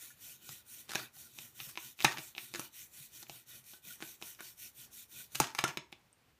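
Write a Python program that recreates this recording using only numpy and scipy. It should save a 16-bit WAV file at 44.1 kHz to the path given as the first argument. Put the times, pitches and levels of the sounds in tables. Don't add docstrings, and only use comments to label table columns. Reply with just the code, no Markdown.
import sys
import numpy as np
from scipy import signal
from scipy.fft import rfft, irfft, next_fast_len
from scipy.io import wavfile
from scipy.ndimage import uniform_filter1d

SR = 44100
rng = np.random.default_rng(int(sys.argv[2]) if len(sys.argv) > 2 else 0)


def attenuation_scalar(level_db):
    decades = np.asarray(level_db, float) / 20
    return 10 ** decades


def output_pcm(signal):
    pcm = np.clip(np.atleast_2d(signal).T, -1, 1) * 32767
    wavfile.write(sys.argv[1], SR, np.round(pcm).astype(np.int16))


N = 282151

# (turn [s], slip left at the turn [dB], rubbing strength [dB], skin ring over it [dB])
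STROKES = [(-.14, -74, -56.5, -1), (0.164, -74, -55.5, -5), (0.392, -73.5, -56, -1),
           (0.635, -85, -55.5, -6), (0.871, -74, -56.5, 9.5), (1.104, -95, -57.5, -6),
           (1.302, -68, -58.5, -2), (1.525, -77, -54.5, -5.5), (1.75, -68.5, -55.5, -4),
           (1.954, -89, -55, -3), (2.15, -61, -56, -2.5), (2.338, -78, -54.5, -5.5), (2.516, -65, -55, 4),
           (2.704, -95, -54.5, -10), (2.892, -78, -55.5, -7), (3.101, -72.5, -57, -6),
           (3.256, -75, -58, -1.5), (3.446, -89, -56, -3.5), (3.622, -75, -59, -6), (3.808, -80, -54.5, -2),
           (3.983, -71, -55.5, -4.5), (4.183, -84, -54.5, -6.5), (4.369, -76, -56, -6),
           (4.55, -80, -54.5, -10), (4.721, -87.5, -57.5, -6), (4.892, -96, -54.5, -8),
           (5.067, -84, -54.5, -2.5), (5.287, -87, -55, -1), (5.5, -78, -66.5, 10.5)]
# (frequency [Hz], density [dB per Hz])
FIBRE_SPECTRUM = [(600, -37), (1500, -10.5), (3500, -4), (4900, -12), (5600, -1), (7000, -3.5),
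                  (8200, -4.5), (9800, -2.5), (11500, 0.5), (14500, 1.5), (16500, -1)]
# (frequency [Hz], width [Hz], level [dB])
SKIN_MODES = [(640, 260, -13), (1000, 500, -12), (1460, 200, -6), (1900, 600, -6), (2450, 500, -3),
              (3000, 700, -4), (3700, 1100, -3), (4400, 900, -8)]
# (frequency [Hz], width [Hz], level [dB])
AIR_MODES = [(124, 27, 5.5), (227, 34, 1.5), (320, 130, 2.5)]
# (time [s], ring peak [dB], ring frequency [Hz], crack over the ring [dB])
TAUT_SNAPS = [(0.491, -40, 1500, 8.5), (.9078, -45.5, 1510, 11), (0.917, -35.5, 1490, 5.5),
              (0.9346, -31.5, 1460, 2), (1.3868, -38.5, 2740, 4), (1.5917, -46, 2380, 0),
              (1.6017, -36.5, 2830, -15), (1.7554, -44, 2500, -1.2), (1.774, -31, 2420, -5),
              (1.99, -43, 2710, -4), (1.9963, -40, 2540, -14), (2.0041, -32, 2670, -1),
              (2.012, -35.5, 2410, 4), (2.023, -33.5, 3500, 2), (2.049, -12.5, 2630, -12),
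              (2.3498, -39.5, 2860, -18), (2.3774, -42.5, 2440, -8), (2.3801, -30.5, 2480, -8),
              (2.548, -33, 2000, 2), (2.5574, -34, 1640, 7), (3.267, -49.5, 2410, -11),
              (4.3482, -59, 3800, 17), (5.3524, -34, 3180, -2), (5.3555, -37.5, 2985, 16),
              (5.549, -33, 2340, 8), (5.5878, -20, 1190, 0.5), (5.5896, -26, 2540, -27),
              (5.679, -34, 1940, 7), (5.9376, -71.5, 2250, -16), (6.134, -77.5, 2460, 14)]
# (time [s], ring peak [dB], ring frequency [Hz], crack over the ring [dB])
DEEP_SNAPS = [(0.8932, -43.5, 4130, 10.5), (0.898, -44.5, 3300, 2.5), (0.9496, -35.5, 2560, 12.5),
              (0.9545, -25, 2740, 6), (1.1656, -55.5, 4560, -10.5), (2.04, -40, 2170, 3),
              (2.0455, -16, 1340, 6), (2.1706, -45, 2480, 6), (2.1834, -35.5, 2860, 5),
              (2.1900, -39.5, 2420, 0), (2.3640, -46.5, 2620, -12), (5.57, -64.5, 2500, 13.5),
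              (2.5387, -37, 2430, 9.5), (2.595, -33.5, 1530, 11.5), (3.2277, -44.5, 4460, -2),
              (3.2962, -40, 2950, 6), (3.6414, -78, 3320, 32), (3.735, -47, 3330, 1),
              (4.0042, -46, 1320, 3), (4.0237, -35, 2450, -13), (4.2147, -48, 1520, 7),
              (4.2239, -36.5, 2730, 2), (4.3923, -58, 1309, -2), (4.4061, -39, 1500, 6),
              (5.4005, -20, 930, 12.5), (5.6396, -18, 2220, 3), (5.696, -44, 3420, -7),
              (5.7721, -27, 2340, 1.6), (5.9263, -40, 2450, -6)]
# (thump over the ring [dB], knock over the ring [dB])
TAUT_MOTION = (-21, -8.5)
DEEP_MOTION = (-10, 0.0)
# (delay [s], level for a snap of full force [dB])
AFTERSLIPS = [(.0014, -8.5), (.0029, -7), (.0058, -10.5)]
# (frequency [Hz], density [dB per Hz])
CRACK_SPECTRUM = [(300, -29.5), (1200, -11.5), (3000, -1.5), (4600, -2), (6300, 2), (8000, -7),
                  (10500, -4.5), (13000, -7.5), (16500, -15.5)]
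# (frequency [Hz], t60 [s], level [dB])
KNOCK_MODES = [(600, 0.0086, 0.5), (814, 0.019, -6), (1210, .008, -13)]
# (frequency [Hz], t60 [s], level [dB])
THUMP_MODES = [(225, 0.011, -6.5), (318, 0.041, 2), (370, 0.045, 0.5)]
# (time [s], length [s], rms level [dB], dullness, scaling the
# treble cut [dB])
PEELS = [(0.872, 0.094, -50.5, 3), (0.951, 0.067, -48.5, 5), (1.593, 0.034, -57.5, 20),
         (1.667, 0.057, -51.5, -2), (1.996, 0.06, -55.5, 8), (2.04, 0.011, -31, -2.5),
         (2.14, 0.068, -49.5, 18), (2.54, 0.032, -50, 6), (2.591, 0.025, -47.5, -7),
         (3.218, 0.021, -52.5, 0), (4.007, 0.038, -48, 2), (4.386, 0.019, -53.5, 23),
         (5.345, 0.02, -38.5, 0), (5.404, 0.055, -40, 8.5), (5.43, .11, -54, 6), (5.557, 0.075, -50.5, 0),
         (5.582, 0.015, -36, 26), (5.65, 0.073, -48.5, 20), (2.055, 0.1, -47, 6.5), (5.919, .014, -57, 0.5),
         (5.67, 0.037, -50, 1.5)]
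# (time [s], peak [dB])
BOOMS = [(0.491, -43.5), (0.953, -43), (1.161, -55), (1.389, -52), (1.615, -47.5), (1.669, -49),
         (2.046, -25), (2.179, -44.5), (2.596, -63), (3.003, -49), (3.3, -48), (3.881, -57), (4.018, -48),
         (5.194, -56.5), (5.353, -46.5), (5.402, -25), (5.588, -40), (5.638, -33.5), (5.681, -38.5),
         (5.773, -42), (5.923, -67)]
# (time [s], frequency [Hz], peak
# [dB], t60 [s])
PINGS = [(0.103, 1450, -55, 0.053), (0.105, 1730, -56, 0.055), (.957, 1650, -25, 0.019),
         (.999, 1380, -38, 0.018), (1.168, 756, -55, 0.024), (1.7744, 983, -32.5, 0.023),
         (1.776, 320, -48, 0.13), (2.047, 885, -18.5, 0.037), (2.05, 1570, -21, .02),
         (2.081, 1856, -28, 0.053), (2.547, 345, -37, 0.089), (2.594, 299, -35, 0.058),
         (3.296, 691, -46, .03), (3.74, 1513, -52.5, 0.078), (3.871, 207, -52, 0.068),
         (4.024, 1510, -41, 0.055), (4.024, 320, -37.5, 0.069), (4.352, 3880, -61, .011),
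         (4.404, 333, -58, .088), (4.405, 1500, -40, .03), (5.402, 887, -15, 0.037),
         (5.402, 280, -20.5, 0.054), (5.6485, 1388, -29, 0.096), (5.774, 2191, -39, 0.045),
         (5.55, 870, -33, 0.019), (6.129, 8640, -50.5, .0062)]
# (delay [s], level [dB])
ECHOES = [(.0016, -15), (.0032, -12), (.0062, -15), (.0095, -18)]
# (frequency [Hz], t60 [s])
ROOM_DECAY = [(100, 0.21), (300, .25), (1000, 0.28), (3000, 0.2), (6500, 0.22), (8500, 0.21),
              (12000, 0.034)]
# (frequency [Hz], density [dB per Hz])
ROOM_TONE_SPECTRUM = [(25, -17), (64, -3), (110, -8.5), (245, -14.5), (300, -18), (850, -21), (2500, -25),
                      (5000, -32), (9000, -37), (15000, -35.5)]
# (frequency [Hz], gain [dB])
MICROPHONE = [(20, -14), (45, -10.5), (90, -4), (9700, 1.5), (10400, -3.5), (11200, -1.5)]


def rub():
    size_db = 1.2 * np.minimum(rng.exponential(1, N), 5) + 0.9 * drift(90) + 0.8 * drift(900)
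    slips = patchy(attenuation_scalar(size_db) * rng.standard_normal(N), patchy_db=1.9)
    hiss = evened(coloured(slips, FIBRE_SPECTRUM))
    skin = sum(attenuation_scalar(db + 2.5 * drift(1400)) * evened(resonate(slips, hz, width))
               for hz, width, db in SKIN_MODES)
    air = sum(attenuation_scalar(db + 1.8 * drift(1500)) * evened(resonate(slips, hz, width))
              for hz, width, db in AIR_MODES)
    hiss_part = attenuation_scalar(5) * hiss * along_strokes(0, 0, 0, flat=1.43)
    skin_part = attenuation_scalar(-6) * evened(skin) * along_strokes(0, 0, 1, flat=0.92)
    air_part = attenuation_scalar(6) * evened(air) * along_strokes(-8, -14.5, 0.79, flat=1.0)
    return hiss_part + skin_part + air_part


def along_strokes(turn_db, top_db, per_skin, flat):
    rest_s, rest_db = 5.8, -90
    room_db, room_t60 = -3, 0.17
    turn_s, slip_db, rub_db, skin_db = np.transpose(STROKES)
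    place = np.interp(np.arange(N) / SR, [*turn_s, rest_s], np.arange(len(turn_s) + 1))
    stroke = np.minimum(place.astype(int), len(turn_s) - 1)
    nearest_turn = np.round(place).astype(int)
    at_turn = attenuation_scalar(np.append(slip_db, rest_db)[nearest_turn] + turn_db)
    at_middle = attenuation_scalar(rub_db + top_db + per_skin * skin_db)[stroke]
    speed = 1 - (np.cos(np.pi * (place - stroke)) ** 2) ** flat
    power = (at_turn + (at_middle - at_turn) * speed) ** 2
    keep = attenuation_scalar(-120 / (room_t60 * SR))
    lingering = signal.lfilter([1 - keep], [1, -keep], power)
    return np.sqrt(power + attenuation_scalar(2 * room_db) * lingering)


def patchy(x, patchy_db):
    _, _, z = signal.stft(x, SR, nperseg=256)
    field = rng.standard_normal(z.shape[::-1]).T
    field = uniform_filter1d(field, size=5, axis=0)
    field = evened(uniform_filter1d(field, size=24, axis=1))
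    return signal.istft(z * attenuation_scalar(patchy_db * field), SR, nperseg=256)[1][:len(x)]


def snaps():
    hard_db, slip_per_db = -24.5, 0.7
    slack_per_s, knock_per_crack = 60, 0.15
    rows = [(*row, *TAUT_MOTION) for row in TAUT_SNAPS] + [(*row, *DEEP_MOTION) for row in DEEP_SNAPS]
    out, cracks = np.zeros(N), np.zeros(N)
    chance = rng.random((len(rows), 8))
    for (s, db, hz, crack_db, thump_db, knock_db), c in zip(rows, chance):
        tear = torn_rubber()
        thump = sum(attenuation_scalar(d) * ring(f * (0.94 + 0.12 * c[7]), t60, 0) for f, t60, d in THUMP_MODES)
        knock = sum(attenuation_scalar(d) * ring(f * (0.922 + 0.26 * u), t60, 0)
                    for (f, t60, d), u in zip(KNOCK_MODES, c[2:]))
        add(out, s, attenuation_scalar(db + thump_db + 1) * thump)
        add(out, s, attenuation_scalar(db + knock_db + knock_per_crack * crack_db) * knock)
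        force_db = min(db + max(crack_db, 0) / 2 - hard_db, 0)
        slips = [(0.00064, 0)] + [(delay, d + slip_per_db * force_db) for delay, d in AFTERSLIPS]
        for delay, slip_db in slips:
            f = hz * (1 - slack_per_s * delay)
            skin = ring(f, 0.004, 0)
            skin += attenuation_scalar(-1) * ring(f * (1.29 + 0.21 * c[0]), 0.0024, 6 * c[1])
            add(out, s + delay, attenuation_scalar(db + slip_db + 7.5) * skin)
            add(cracks, s + delay, attenuation_scalar(db + slip_db + crack_db + 12) * tear)
    return out + coloured(cracks, CRACK_SPECTRUM)


def torn_rubber():
    t = np.arange(600) / SR
    tear = rng.standard_normal(len(t)) * (attenuation_scalar(-17 - 60 * t / 0.006) + attenuation_scalar(-31 - 60 * t / 0.025))
    tear[0] = 1
    return tear / np.linalg.norm(tear)


def peels():
    out = np.zeros(N)
    grains = attenuation_scalar(3.4 * np.minimum(rng.exponential(1, N), 5)) * rng.standard_normal(N)
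    grains *= rng.random(N) < 0.12
    grains *= attenuation_scalar(4.5 * drift(30))
    for s, length, db, dull_db in PEELS:
        run = grains[round(s * SR):][:round(length * SR)]
        spectrum = [(250, -12), (1500, 5.5), (3000, 1),
                    (6800, -0.7 * dull_db), (8200, -1.7 * dull_db), (15000, -2.5 * dull_db)]
        run = coloured(run, spectrum)
        add(out, s, attenuation_scalar(db) * evened(run) * signal.windows.tukey(len(run), 0.7))
    return out


def rings():
    boom_hz, boom_t60 = 134.5, 0.11
    out = np.zeros(N)
    for s, db in BOOMS:
        add(out, s, attenuation_scalar(db - 2.5) * ring(boom_hz, boom_t60, 0))
    for s, hz, db, t60 in PINGS:
        add(out, s, attenuation_scalar(db) * ring(hz, t60, 0))
    return out


def room(x, wet_db):
    taps = np.zeros(SR // 2)
    at = np.arange(200, len(taps) - 20, 20)
    taps[at + rng.integers(0, 20, len(at))] = rng.choice([-1., 1.], len(at))
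    hz, t, z = signal.stft(taps, SR, nperseg=256)
    decay = attenuation_scalar(-60 * t / read(ROOM_DECAY, hz)[:, None])
    tail = signal.istft(z * decay, SR, nperseg=256)[1]
    tail *= 1 - 0.29 * np.exp(-np.arange(len(tail)) / (0.085 * SR))
    tail *= attenuation_scalar(wet_db) / np.linalg.norm(tail)
    tail[0] = 1
    for k, (s, db) in enumerate(ECHOES):
        tail[round(s * SR)] += (-1) ** k * attenuation_scalar(db)
    return signal.fftconvolve(x, tail)[:N]


def room_tone():
    noise = evened(coloured(rng.standard_normal(N), ROOM_TONE_SPECTRUM))
    return attenuation_scalar(-69 + 1.7 * drift(2500)) * noise


def evened(x):
    return x / np.sqrt(np.mean(x ** 2) + 1e-20)


def read(points, hz):
    f, value = np.transpose(points)
    return np.interp(np.log(hz + 1), np.log(f + 1), value)


def add(mix, s, sound):
    part = mix[round(s * SR):][:len(sound)]
    part += sound[:len(part)]


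def coloured(x, spectrum):
    size = next_fast_len(len(x))
    gain = attenuation_scalar(read(spectrum, np.fft.rfftfreq(size, 1 / SR)))
    return irfft(rfft(x, size) * gain, size)[:len(x)]


def resonate(x, hz, width):
    b, a = signal.iirpeak(hz, hz / width, SR)
    return signal.lfilter(b, a, signal.lfilter(b, a, x))


def ring(hz, t60, phase):
    t = np.arange(round(0.16 * SR)) / SR
    onset = np.minimum(t * hz * 2, 1)
    return attenuation_scalar(-60 * t / t60) * np.sin(2 * np.pi * hz * t + phase) * onset


def drift(width):
    return evened(uniform_filter1d(uniform_filter1d(rng.standard_normal(N), width), width))


def scene():
    releases = room(snaps() + peels(), wet_db=-11)
    ringing = room(rings(), wet_db=-14)
    return (rub() + releases + ringing + room_tone())[None]


def roll_off(x):
    return signal.sosfilt(signal.butter(12, 16520, fs=SR, output="sos"), x)


def record(dry):
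    top_hz, loud_db, top_db = 15330, -33, -20
    x = coloured(dry[0], MICROPHONE)[None]
    lowpass = signal.firwin(1023, top_hz, window=("kaiser", 9), fs=SR)
    low = signal.oaconvolve(x, lowpass[None], "same")
    loud = uniform_filter1d(x ** 2, 120) > attenuation_scalar(2 * loud_db)
    opening = uniform_filter1d(1. * loud, 200)
    mix = low + attenuation_scalar(top_db) * opening * (x - low)
    return roll_off(mix)


dry = scene()
out = record(dry)
output_pcm(out)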